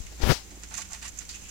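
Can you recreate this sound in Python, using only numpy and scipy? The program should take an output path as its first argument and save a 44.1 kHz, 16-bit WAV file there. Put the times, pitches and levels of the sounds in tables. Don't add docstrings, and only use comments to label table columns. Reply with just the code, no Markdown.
import sys
import numpy as np
from scipy import signal
from scipy.fft import rfft, irfft, next_fast_len
from scipy.io import wavfile
from scipy.ndimage import map_coordinates

SR = 44100
rng = np.random.default_rng(int(sys.argv[2]) if len(sys.argv) > 2 else 0)


def materialize(psi):
    bounded = np.clip(np.atleast_2d(psi).T, -1, 1)
    quanta = np.round(bounded * 32767).astype(np.int16)
    wavfile.write(sys.argv[1], SR, quanta)


N = 66150
T = np.arange(N) / SR
FFT_SIZE = 2 * next_fast_len(N)
BUBBLES_PER_S = 3500


def amp(db):
    return 10 ** (np.asarray(db) / 20)


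def unit(x):
    return x / np.sqrt(np.mean(x ** 2) + 1e-20)


def fader(rows):
    return amp(np.interp(T, *np.transpose(rows)))


def wobble(knots_per_s):
    return map_coordinates(rng.standard_normal(400), [T * knots_per_s], mode="wrap")


def swell(peak, rise, fall):
    return np.where(T < peak, np.exp(-2 * ((T - peak) / rise) ** 2), amp(-20 * np.abs(T - peak) / fall))


def swells(rows, column):
    return np.sqrt(sum((amp(row[column]) * swell(*row[:3])) ** 2 for row in rows))


def pops(per_s, spread_db):
    size = amp(spread_db * np.clip(rng.standard_normal(N), -2, 2))
    return unit((rng.random(N) < per_s / SR) * size * rng.choice([-1, 1], N))


def ring(x, hz, width_hz):
    return signal.lfilter(*signal.iirpeak(hz, hz / width_hz, fs=SR), x)


def eq(x, rows):
    hz, *channels = np.transpose(rows)
    log_hz = np.log(np.fft.rfftfreq(FFT_SIZE, 1 / SR) + 1)
    gain = amp([np.interp(log_hz, np.log(hz), db) for db in channels])
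    cepstrum = irfft(np.log(gain), FFT_SIZE)
    cepstrum[:, 1:FFT_SIZE // 2] *= 2
    cepstrum[:, FFT_SIZE // 2 + 1:] = 0
    return irfft(rfft(x, FFT_SIZE) * np.exp(rfft(cepstrum)), FFT_SIZE)[:, :N] * np.sqrt(SR / 2)


def basin_scatter(x, wet_db, spots=2, t60_s=0.024):
    t = T[:SR // 20]
    response = rng.standard_normal((spots, 2, len(t))) * amp(-60 * t / t60_s)
    response *= amp(wet_db) / np.linalg.norm(response, axis=2, keepdims=True)
    response[:, :, 0] += [amp(-7.5), 1]
    response /= np.linalg.norm(response, axis=2, keepdims=True)
    sends = x * (rng.integers(spots, size=N) == np.arange(spots)[:, None])
    return signal.fftconvolve(sends[:, None], response, axes=2).sum(axis=0)[:, :N]


def suction(start, width):
    age = np.maximum(T - start, 0) / width
    return signal.lfilter(*signal.butter(1, 35, "high", fs=SR), -age * np.exp(1 - age))


# (peak time [s], rise [s], fall [s], basin ring [dB], squelch [dB], foam [dB])
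STROKES = [(.512, 0.015, 0.025, -10, -10.5, -11), (.641, 0.018, 0.027, -20, -3, -8.5),
           (.720, 0.017, 0.048, 2, -4, -24), (.746, 0.013, 0.047, -13, 2, -1),
           (.772, .008, 0.022, -4, -0.5, 0.5), (.782, 0.0023, 0.04, 10, 4, 4),
           (0.819, 0.028, 0.031, -10, 2, -10), (.85, 0.028, 0.043, -15, -11, -9),
           (0.923, 0.028, 0.039, 1.5, -5.5, -5), (.945, 0.021, 0.044, 1, 1, -1),
           (.992, .02, 0.081, -28, -17, -11), (1.030, 0.016, .025, -4, 0.5, -5),
           (1.057, 0.029, 0.041, -1, 1.5, -2.5), (1.085, 0.016, 0.017, -20, -1, 1),
           (1.195, 0.044, 0.023, -13, -10, -4), (1.220, 0.035, .035, -11, -3, -6),
           (1.302, 0.02, 0.1, -28, -5.5, -5), (1.357, 0.021, .035, -25, -13, -1.5),
           (1.43, 0.035, 0.098, -11, -18, -10.5), (1.495, 0.034, 0.028, -23, -14.5, -10)]
# (time [s], level [dB])
SUDS_FADER = [(0, -10.5), (.1, -19), (.25, -11), (.4, -17.5), (.6, -17.5), (.7, -12.5), (1.1, -13),
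              (1.5, -13.5)]
# (frequency [Hz], left [dB/Hz], right [dB/Hz])
FOAM_EQ = [(2080, -110, -110), (4360, -88.5, -88), (5500, -86.5, -74.5), (6240, -83, -67),
           (6570, -83, -64.5), (7670, -95, -71), (8360, -89, -82), (11100, -101, -91), (15000, -103, -99)]


def foam():
    envelope = np.hypot(swells(STROKES, column=5), fader(SUDS_FADER))
    fizz = envelope * pops(per_s=2000, spread_db=7)
    return eq(basin_scatter(fizz, wet_db=3.5), FOAM_EQ)


# (frequency [Hz], left [dB/Hz], right [dB/Hz])
OUTDOOR_EQ = [(20, -97, -70), (73, -78, -69), (131, -81, -78), (320, -83, -86), (507, -91.5, -89),
              (1400, -94.5, -93), (2220, -92.5, -88.5), (4600, -93.5, -95.5), (6360, -86.5, -98),
              (7530, -89.5, -88.5), (8550, -99, -97), (14600, -103, -104)]


def outdoor_hiss():
    return eq(rng.standard_normal((2, N)), OUTDOOR_EQ)


# (frequency [Hz], rms level on the right [dB])
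ENGINE_ORDERS = [(56, -51), (83, -59.5), (197, -64.5)]


def far_engine():
    drone = np.zeros(N)
    for hz, db in ENGINE_ORDERS:
        gain = np.sqrt(2) * amp(db + 2.56 * wobble(6.07))
        drone += gain * np.sin(2 * np.pi * hz * T + 0.73 * wobble(5.93))
    return drone * amp([[-1], [0]])


# (time [s], width [s], level [dB])
AIR_BUMPS = [(.004, 0.0044, -21), (0.051, 0.0036, -28.5), (.203, 0.00056, -24), (.237, 0.0026, -8),
             (0.254, 0.0039, -11.5)]


def air_bumps():
    return sum(amp(db) * suction(start, width) for start, width, db in AIR_BUMPS)


# (time [s], tick [dB], body [dB])
SNAPS = [(0.067, -8.5, -16.5), (0.123, -18, -10), (.6355, -2, -22), (0.7411, 3.5, -7), (.7515, 0.5, -12),
         (0.7786, 5, 7), (.781, 3.5, -6), (.8182, -2, 2), (.8222, -4.5, 1), (0.9326, 5.5, -26),
         (1.052, -8, -3), (1.176, -5, -20), (1.1882, 6, -5), (1.1912, 3, -7), (1.2524, -9, -13),
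         (1.293, -2, -4)]


def snaps(boost_db=22):
    ticks, bodies = np.zeros((2, N))
    for time, tick_db, body_db in SNAPS:
        ticks[round(time * SR)] += amp(tick_db + boost_db)
        bodies[round(time * SR)] += amp(body_db + boost_db)
    return eq(basin_scatter(ticks, wet_db=2), FOAM_EQ) + eq(basin_scatter(bodies, wet_db=2), SQUELCH_EQ)


# (peak time [s], rise [s], fall [s], pitch [Hz], level [dB], left minus right [dB])
SQUIRTS = [(.068, 0.002, 0.017, 2320, -47, -8), (.069, .003, 0.013, 5500, -62, 6),
           (.86, 0.022, 0.084, 2590, -59, 7), (1.294, 0.0059, 0.066, 4700, -40.5, 0.5),
           (1.353, 0.024, 0.066, 2600, -45.5, 2), (1.46, 0.06, 0.16, 2670, -53.5, 7.5)]


def squirts(q=5.3):
    out = np.zeros((2, N))
    for peak, rise, fall, hz, db, pan_db in SQUIRTS:
        spray = np.array([unit(ring(pops(BUBBLES_PER_S, spread_db=0.5), hz, hz / q)) for _ in range(2)])
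        out += spray * swell(peak, rise, fall) * amp([[db + pan_db / 2], [db - pan_db / 2]])
    return out


# (peak time [s], rise [s], fall [s], level [dB])
SLOPS = [(.125, 0.009, 0.028, 7.5), (.535, 0.12, 0.064, -2.5), (0.578, 0.016, 0.013, 1.5),
         (0.639, 0.0069, 0.023, -3.5), (.805, 0.037, 0.015, -7), (1.042, 0.0096, 0.0096, -6),
         (1.435, 0.089, 0.023, -9.5)]
# (frequency [Hz], left [dB/Hz], right [dB/Hz])
SLOP_EQ = [(100, -100, -100), (217, -75, -90), (296, -74.5, -68), (424, -80.5, -83.5), (700, -84, -91),
           (2000, -110, -110)]


def slops():
    return eq(swells(SLOPS, column=3) * pops(per_s=2900, spread_db=1), SLOP_EQ)


# (time [s], level [dB])
PUFF_FADER = [(.17, -41.5), (.2, -26), (.233, -9.5), (.238, -2.5), (.246, -9.5), (.272, -6), (.295, -0.5),
              (.3, 3.5), (.319, 1), (.33, -9.5), (.342, -34), (.42, -35.5), (.46, -61)]
# (frequency [Hz], level [dB/Hz])
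BUFFET_EQ = [(20, -36.5), (60, -43.5), (150, -48.5), (320, -48.5), (600, -53), (1100, -56.5), (1900, -57),
             (3500, -62), (6000, -75), (9000, -78.5), (15000, -77)]


def buffet():
    flutter = amp(1.1 * wobble(221.2))
    return eq(fader(PUFF_FADER) * flutter * rng.standard_normal(N), BUFFET_EQ)[0]


# (time [s], level [dB])
EDGE_FADER = [(.19, -22.5), (.212, -17), (.219, -1), (.24, -5), (.255, -4.5), (.29, -4), (.322, 6),
              (.345, 0.5), (.38, -7), (.42, -17.5), (.47, -31)]
# (frequency [Hz], level [dB/Hz])
EDGE_EQ = [(200, -104), (800, -67.5), (1200, -73), (2500, -71.5), (4000, -67.5), (5300, -65), (6800, -72.5),
           (9000, -80), (15000, -91)]
# (time [s], level [dB])
TREBLE_FADER = [(.21, -18), (.238, -4), (.275, 5), (.31, 7), (.33, -2), (.35, -4), (.42, -20)]
# (frequency [Hz], level [dB/Hz])
TREBLE_EQ = [(3000, -100), (7000, -87), (10000, -82), (15500, -85.5)]


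def puff_hiss():
    edge = eq(fader(EDGE_FADER) * rng.standard_normal(N), EDGE_EQ)[0]
    treble = eq(fader(TREBLE_FADER) * rng.standard_normal(N), TREBLE_EQ)[0]
    return edge + treble


def eddies(start_s=0.274, start_per_s=95, start_width_s=0.0012, doubling_s=0.055):
    speed = 2 ** np.clip((T - start_s) / doubling_s, -1, 2)
    turns = np.cumsum(speed) * start_per_s / SR
    turns -= np.interp(start_s, T, turns)
    dips = np.zeros(N)
    for k, (jitter, size) in enumerate(rng.standard_normal((16, 2))):
        time = np.interp(k + 0.207 * jitter, turns, T)
        dips += amp(-9 + 2.2 * size) * suction(time, start_width_s / np.interp(time, T, speed))
    return fader(PUFF_FADER) * dips


# (frequency [Hz], left [dB/Hz], right [dB/Hz])
SQUELCH_EQ = [(300, -105, -105), (600, -95, -88), (1300, -87, -82), (1760, -81.5, -73.5),
              (2600, -76, -76.5), (3670, -88, -78.5), (5330, -78.5, -81.5), (8300, -106, -79),
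              (14500, -112, -104)]


def squelch():
    bubbles = swells(STROKES, column=4) * pops(BUBBLES_PER_S, spread_db=4)
    return eq(basin_scatter(bubbles, wet_db=1, spots=4), SQUELCH_EQ)


# (frequency [Hz], width [Hz], level on the right in a 0 dB stroke [dB/Hz])
BASIN_MODES = [(720, 70, -74), (884, 54, -74.5), (1140, 82, -75.5), (1540, 110, -81.5)]


def basin_ring():
    patter = np.array([pops(BUBBLES_PER_S, spread_db=1) for _ in range(2)])
    knocks = swells(STROKES, column=3) * patter
    hollow = sum((-1) ** k * amp(db) * ring(knocks, hz, width)
                 for k, (hz, width, db) in enumerate(BASIN_MODES))
    return hollow * np.sqrt(SR / 2) * amp([[-2.5], [0]])


def scene():
    washing = basin_ring() + squelch() + foam() + snaps() + squirts() + slops()
    air = (air_bumps() + eddies() + buffet() + puff_hiss()) * amp([[0], [-38]])
    return washing + air + far_engine() + outdoor_hiss()


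def record(dry, top_hz=15850):
    passband = np.fft.rfftfreq(FFT_SIZE, 1 / SR) < top_hz
    return irfft(rfft(dry, FFT_SIZE) * passband, FFT_SIZE)[:, :N]


dry = scene()
out = record(dry)
materialize(out)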